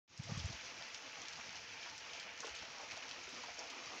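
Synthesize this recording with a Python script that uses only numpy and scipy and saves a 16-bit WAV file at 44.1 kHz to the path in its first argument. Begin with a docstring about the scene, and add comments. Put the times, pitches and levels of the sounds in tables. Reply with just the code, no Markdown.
"""Hail and rain on a lawn

Steady fall in a fenced town yard, heard from a hand-held microphone that fades in.
Countless far stones merge into a wash; nearer ones patter, and single ones tick, ping,
clatter or knock on hard things close by. A few soft thumps shake the microphone,
mostly at the start. The town rumbles faintly."""
import sys
import numpy as np
from scipy import signal
from scipy.io import wavfile

SR = 44100
rng = np.random.default_rng(int(sys.argv[2]) if len(sys.argv) > 2 else 0)


def dump_mix(stems):
    """Bounce the given channels to the path in sys.argv[1] as a 16-bit WAV at rate SR."""
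    frames = np.atleast_2d(stems).T  # one column per channel
    limited = np.clip(frames, -1, 1)  # hard clip at full scale
    pcm = np.round(limited * 32767).astype(np.int16)
    wavfile.write(sys.argv[1], SR, pcm)


N = 176400
T = np.arange(N) / SR


def wash(treble_db, upper_db, middle_db):
    """Far hail: hiss from grass and hedge, rattle from paving, drumming from roofs and fences."""
    # Each row: frequency in Hz, relative density in dB.
    spectrum = [(230, -5.5), (330, -7), (420, -9.5), (560, -4.5), (750, -10.5), (1000, -4.5), (1500, -3),
                (2000, -1.5), (2400, -1), (2950, -2.5), (3500, -7.5), (4200, -5.5), (5000, -4),
                (6100, -3.5), (7000, -11.5), (8500, -28)]
    hiss = from_db(treble_db) * banded_noise(spectrum, 3413, 9050, flicker_db=1, count=10)
    rattle = from_db(upper_db + 1) * banded_noise(spectrum, 1289.6, 3413, flicker_db=1, count=9)
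    drumming = from_db(middle_db + 0.5) * banded_noise(spectrum, 223.2, 1289.6, flicker_db=2.5, count=13)
    return hiss + rattle + drumming


def patter(shower_db):
    """Nearer stones land at random; each rings for a few cycles at one of many pitches."""
    # Each row: pitch in Hz, relative level in dB.
    spectrum = [(500, -10), (800, -2.5), (1400, -7.5), (2400, 2), (3000, 4.5), (3600, -21), (5000, -11.5),
                (6500, 10)]
    stones_per_s, t60_cycles = 1300, 5.8
    pitches_hz = np.geomspace(550, 6800, num=24)
    out = 0
    for hz in pitches_hz:
        clicks = impacts(stones_per_s / len(pitches_hz), spread_db=2)
        out += from_db(at_hz(spectrum, hz)) * rms_one(ring(clicks, hz, t60_cycles / hz))
    return from_db(shower_db - 2.5) * rms_one(filtered(out, 6020, "low", order=7))


def chinks(treble_db):
    """Stones on pots and wire ring a little longer, each at its own clear pitch."""
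    chinks_per_s, spread_db, t60_s = 170, 2, 0.044
    low_hz, high_hz = 2101, 6870
    t = T[T < 2 * t60_s]
    decay = from_db(-60 * t / t60_s)
    out = np.zeros(N + SR)
    for when, pitch, size in rng.random((int(chinks_per_s * N / SR), 3)):
        start = int(when * N)
        hz = low_hz * (high_hz / low_hz) ** pitch
        gain = from_db(spread_db * min(-np.log(size), 4))
        out[start:start + len(t)] += gain * np.sin(2 * np.pi * hz * t) * decay
    return from_db(treble_db - 6) * rms_one(out[:N])


def pings():
    """A hard pellet sets a small surface ringing briefly."""
    # Each row: start in seconds, level in dB, pitch in Hz.
    hits = [(0.1755, -36, 5080), (0.3765, -38, 6470), (0.3948, -35, 5300), (0.4002, -36, 3130),
            (0.4093, -46, 4580), (0.458, -39, 7340), (0.6632, -41, 5440), (0.9446, -35, 5610),
            (1.1306, -40, 2520), (1.2174, -37, 6100), (1.2524, -42, 2060), (1.2843, -36, 5370),
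            (1.3576, -41, 4120), (1.5562, -37, 5350), (1.829, -37, 3040), (1.8979, -40, 5600),
            (1.9797, -38, 6130), (2.1348, -40, 5250), (2.2032, -44, 4130), (2.4052, -39, 6180),
            (2.463, -36, 2700), (2.477, -36, 2690), (2.4925, -40, 5390), (2.562, -35, 2420),
            (2.7834, -40.5, 5360), (2.9013, -36, 2100), (2.9108, -35, 2270), (2.9753, -38, 5870),
            (3.0248, -43, 3000), (3.0468, -37, 2330), (3.0942, -38, 5100), (3.1118, -37, 3200),
            (3.4718, -42, 4600), (3.592, -31.5, 5500), (3.8594, -37.5, 5830)]
    # Each row: multiple of the pitch, relative level in dB.
    modes = [(.62, -22), (.82, -8.5), (1, -0.5), (1.17, -6)]
    attack_s, t60_s = 0.0001, 0.0095
    out = np.zeros(N)
    for start_s, db, hz in hits:
        alive = (T >= start_s) & (T < start_s + 2 * t60_s)
        t = T[alive] - start_s
        tone = sum(from_db(mode_db) * np.sin(2 * np.pi * (hz * multiple * t + rng.random()))
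                   for multiple, mode_db in modes)
        envelope = (1 - np.exp(-t / attack_s)) * from_db(-60 * t / t60_s)
        out[alive] += from_db(db) * tone * envelope
    return out


def ticks():
    """A stone snaps on something hard close by; a short spray of reflections follows."""
    # Each row: start in seconds, relative level in dB, low and high band edges in Hz.
    hits = [(0.1765, -37.5, 4900, 10000), (0.235, -37.5, 3000, 8500), (0.377, -42, 3500, 7900),
            (0.824, -40.5, 1490, 6260), (0.946, -36.5, 2000, 6560), (1.252, -39, 1700, 4520),
            (1.283, -38, 3530, 6860), (1.333, -41, 3000, 6900), (1.493, -38.5, 1990, 4800),
            (1.979, -40, 3560, 7900), (2.197, -44, 3500, 8560), (2.4042, -34.5, 3050, 7500),
            (2.469, -38, 2470, 8440), (2.551, -39, 2500, 8300), (2.702, -48, 2500, 8000),
            (2.911, -40, 1800, 6000), (2.919, -46, 1800, 7450), (2.923, -49, 9000, 16000),
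            (2.966, -49, 5000, 12000), (3.091, -41.5, 2510, 7400), (3.112, -39, 2000, 6060),
            (3.292, -41.5, 5550, 9050), (3.590, -38, 4540, 7000), (3.7, -50, 4500, 15000)]
    out = 0
    for start_s, db, low_hz, high_hz in hits:
        envelope = dying(start_s, t60_s=0.0077) + from_db(-12.5) * dying(start_s, t60_s=0.15)
        crack = rng.standard_normal(N) * envelope
        crack[int(start_s * SR)] = 3.2  # one-sample snap
        out += 2 * from_db(db) * filtered(crack, [low_hz, high_hz], "band", order=3)
    return out


def clatters():
    """A stone bounces and scatters in a dying run of tiny contacts."""
    # Each row: start in seconds, relative level in dB, band centre in Hz.
    bounces = [(0.375, -43, 5500), (0.397, -44, 5300), (0.454, -42.5, 6400), (0.526, -42, 3200),
               (1.283, -44, 4400), (1.545, -46, 2500), (1.827, -45, 2940), (1.887, -43, 2440),
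               (2.132, -41.5, 3200), (2.198, -39.5, 3620), (2.449, -38.5, 3970), (2.492, -44, 3000),
               (2.586, -41, 3020), (2.9, -46, 2370), (2.917, -41, 2440), (2.966, -44, 2780),
               (3.025, -44, 2340), (3.092, -47, 3100), (3.111, -51, 2630), (3.434, -42, 3570),
               (3.701, -38.5, 3700)]
    edge_ratio = 1.97
    contacts = impacts(per_s=4000, spread_db=0.63)
    out = 0
    for start_s, db, hz in bounces:
        grit = rms_one(filtered(contacts, [hz / edge_ratio, hz * edge_ratio], "band"))
        out += from_db(db - 4) * grit * dying(start_s, t60_s=0.087)
    return filtered(out, 7500, "low", order=4)


def knocks():
    """Stones on wood ring one main mode and a cluster of damped ones."""
    # Each row: start in seconds, relative level in dB, pitch in Hz.
    hits = [(0.289, -48.5, 492), (0.295, -49.5, 817), (0.810, -52.5, 670), (1.165, -49.5, 787),
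            (1.378, -50, 873), (1.394, -51, 1235), (1.541, -55, 742), (1.742, -56, 883), (1.86, -47, 955),
            (2.263, -54, 658), (2.430, -45.5, 1063), (2.443, -45.5, 449), (2.467, -50.5, 405),
            (2.470, -46.5, 834), (2.469, -50, 1440), (2.623, -50.5, 652), (2.774, -50.5, 960),
            (2.797, -47.5, 795), (2.832, -54, 534), (2.912, -55, 802), (2.970, -51.5, 669),
            (3.030, -60, 680), (3.275, -53.5, 387), (3.328, -55.5, 250), (3.353, -56, 242),
            (3.436, -49.5, 952), (3.484, -46.5, 705), (3.586, -51, 577), (3.604, -49, 522),
            (3.611, -50, 783), (3.634, -52.5, 675), (3.914, -49, 756), (3.939, -52.5, 317)]
    edge_ratio, tone_gain = 1.47, 2 * from_db(-5.5)
    out = 0
    for start_s, db, hz in hits:
        low_hz, high_hz = hz / edge_ratio, hz * edge_ratio
        cluster = rms_one(filtered(rng.standard_normal(N), [low_hz, high_hz], "band"))
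        tone = tone_gain * np.sin(2 * np.pi * hz * (T - start_s))
        knock = (cluster + tone) * dying(start_s, t60_s=0.15)
        out += from_db(db) * filtered(knock, low_hz, "high")
    return out


def hollow_things(shower_db):
    """Pots, planters and boards ring under a steady run of stones."""
    # Each row: pitch in Hz, relative level in dB, T60 in seconds.
    modes = [(475.4, -15.5, 0.049), (678, -11.5, 0.061), (882, -12, 0.13), (2362, -9, 0.022),
             (2582, -12.5, 0.027)]
    out = 0
    for hz, db, t60_s in modes:
        clicks = impacts(per_s=120, spread_db=3.06)
        out += from_db(db) * rms_one(ring(clicks, hz, t60_s))
    return from_db(shower_db) * out


def crackle():
    """Faint tones flicker for a few milliseconds at very high pitches."""
    flicks_per_s = 70
    pitches_hz = np.geomspace(7560, 13000, num=10)
    out = 0
    for hz in pitches_hz:
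        clicks = impacts(flicks_per_s / len(pitches_hz), spread_db=6.5)
        out += ring(clicks, hz, t60_s=0.0059)
    return from_db(-71) * rms_one(out)


def yard(x):
    """Adds short echoes from the house wall and fence."""
    # Each row: delay in seconds, gain in dB.
    echoes = [(.0023, -14.5), (.0061, -9), (.017, -9.5)]
    return x + sum(from_db(db) * np.interp(T - delay_s, T, x, left=0) for delay_s, db in echoes)


def thumps():
    """Each nudge swings the microphone briefly, with a weaker overtone."""
    # Each row: centre in seconds, level in dB, pitch in Hz, 1/e half-width in seconds.
    nudges = [(0.201, -28, 126, 0.0075), (0.271, -47, 108, 0.027), (0.302, -40, 131, 0.018),
              (0.323, -31, 127, 0.0067), (0.353, -41, 106, 0.017), (0.377, -30.5, 121, 0.0044),
              (0.403, -43, 83, 0.038), (0.455, -30, 88, 0.011), (0.504, -41.5, 117, 0.0091),
              (0.545, -47.5, 68.5, 0.016), (2.528, -59.5, 65.5, 0.025)]
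    out = np.zeros(N)
    for centre_s, db, hz, half_width_s in nudges:
        near = np.abs(T - centre_s) < 0.1
        t = T[near] - centre_s
        swing = np.cos(2 * np.pi * (hz * t + rng.random()))
        overtone = from_db(-11.5) * np.cos(2 * np.pi * (1.6 * hz * t + rng.random()))
        out[near] += from_db(db) * np.exp(-(t / half_width_s) ** 2) * (swing + overtone)
    return out


def rumble():
    """Low noise of the town and of air on the microphone."""
    # Each row: frequency in Hz, relative density in dB.
    spectrum = [(25, -40), (50, -9.5), (85, 1.5), (130, -2.5), (200, -3), (300, -9.5), (450, -28.5)]
    # Each row: time in seconds, level in dB.
    levels = [(0.15, -61), (0.3, -54.5), (0.48, -58), (0.62, -65), (1.1, -69.5), (1.45, -63.5), (1.75, -70),
              (2.5, -69), (2.9, -68), (3.1, -73), (3.33, -64.5), (3.6, -72), (4.0, -68.5)]
    level_db, = in_time(levels)
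    return from_db(level_db) * banded_noise(spectrum, 31.3, 459, flicker_db=2.5, count=8)


def from_db(db):
    """Decibels to gain."""
    return 10 ** (np.asarray(db) / 20)


def rms_one(x):
    """Scales to rms 1."""
    return x / np.sqrt(np.mean(x ** 2) + 1e-20)


def in_time(rows):
    """Each value column of a time curve at every sample."""
    times_s, *columns = np.transpose(rows)
    return [np.interp(T, times_s, column) for column in columns]


def at_hz(spectrum, hz):
    """Reads a spectrum on a log-frequency axis."""
    points_hz, points_db = np.transpose(spectrum)
    return np.interp(np.log(hz), np.log(points_hz), points_db)


def filtered(x, hz, kind, order=2):
    """Butterworth filter."""
    sos = signal.butter(order, np.clip(hz, 10, 0.45 * SR), kind, fs=SR, output="sos")
    return signal.sosfilt(sos, x + 1e-18)


def drift(rate_hz):
    """Slow random wander, rms about 1."""
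    hop, warm_up = 40, 2000
    pole = np.exp(-2 * np.pi * rate_hz * hop / SR)
    noise = rng.standard_normal(N // hop + warm_up + 2)
    slow = signal.lfilter([1], [1, -2 * pole, pole * pole], noise)[warm_up:]
    return np.interp(np.arange(N) / hop, np.arange(len(slow)), rms_one(slow))


def banded_noise(spectrum, low_hz, high_hz, flicker_db, count):
    """Noise bands that flicker partly together, partly on their own; rms 1."""
    edges_hz = np.geomspace(low_hz, high_hz, count + 1)
    together = 1.13 * drift(rate_hz=9.7)
    out = 0
    for low, high in zip(edges_hz, edges_hz[1:]):
        band_db = at_hz(spectrum, np.sqrt(low * high)) + flicker_db * (together + drift(rate_hz=48))
        out += from_db(band_db) * filtered(rng.standard_normal(N), [low, high], "band", order=3)
    return rms_one(out)


def dying(start_s, t60_s):
    """Envelope that jumps to 1 and decays exponentially."""
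    out = np.zeros(N)
    alive = (T >= start_s) & (T < start_s + 2 * t60_s)
    out[alive] = from_db(-60 * (T[alive] - start_s) / t60_s)
    return out


def impacts(per_s, spread_db):
    """Random clicks of either sign, many weak and few strong."""
    out = np.zeros(N)
    hit = rng.random(N) < per_s / SR
    draw = rng.uniform(-1, 1, N)[hit]
    out[hit] = np.sign(draw) * from_db(spread_db * np.minimum(-np.log(np.abs(draw)), 4.5))
    return out


def ring(clicks, hz, t60_s):
    """A resonance struck by clicks."""
    radius = from_db(-60 / (t60_s * SR))
    feedback = [1, -2 * radius * np.cos(2 * np.pi * hz / SR), radius * radius]
    return signal.lfilter([1, 0, -1], feedback, clicks + 1e-18)


def scene():
    """The whole shower, in mono."""
    # Strength of the fall. Each row: time in seconds, then treble, upper-middle and middle levels in dB.
    shower = [(0.3, -52.5, -54.5, -59), (0.42, -52, -53.5, -58), (0.65, -54, -53.5, -60.5),
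              (0.88, -55, -53.5, -62.5), (1.05, -54.5, -55, -60.5), (1.2, -54.5, -53.5, -58),
              (1.55, -55.5, -53, -67), (1.7, -55, -53.5, -59), (1.95, -54, -55.5, -59.5),
              (2.2, -56.5, -52, -59.5), (2.35, -57.5, -54, -62), (2.6, -53, -52, -61.5),
              (2.7, -57, -54.5, -57.5), (2.85, -54.5, -53, -58.5), (3.05, -55.5, -53.5, -57.5),
              (3.25, -53.5, -52.5, -61.5), (3.5, -55, -53, -59.5), (3.97, -54.5, -53, -55)]
    treble_db, upper_db, middle_db = in_time(shower)
    echoed = yard(patter(upper_db) + chinks(treble_db) + pings() + crackle())
    stones = echoed + hollow_things(upper_db) + ticks() + clatters() + knocks()
    return (wash(treble_db, upper_db, middle_db) + stones + thumps() + rumble())[None]


def record(dry):
    """The microphone passes little of the top octave; a faint band of noise rises toward 15 kHz, and the sound
    fades in."""
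    # Each row: frequency in Hz, relative density in dB.
    hiss_spectrum = [(7500, 0), (8700, 1.5), (10000, -2), (12000, -2.5), (13800, -9), (14700, 3.5),
                     (15700, 11.5)]
    # Each row: time in seconds, gain in dB.
    fade_in = [(0.0, -88), (0.073, -88), (0.079, -25), (0.12, -16.5), (0.19, -10), (0.24, -7.5), (0.3, -3)]
    edge_hz, cutoff_hz = 7170, 15750
    passed = filtered(dry, edge_hz, "low", order=10)
    leak = from_db(-25.5) * filtered(dry, edge_hz, "high")
    hiss = from_db(-85.5) * banded_noise(hiss_spectrum, 7500, 15730, flicker_db=0, count=12)
    fade_db, = in_time(fade_in)
    lowpass = signal.ellip(10, rp=0.5, rs=70, Wn=cutoff_hz, fs=SR, output="sos")
    return signal.sosfilt(lowpass, (passed + leak + hiss) * from_db(fade_db))


dry = scene()
out = record(dry)
dump_mix(out)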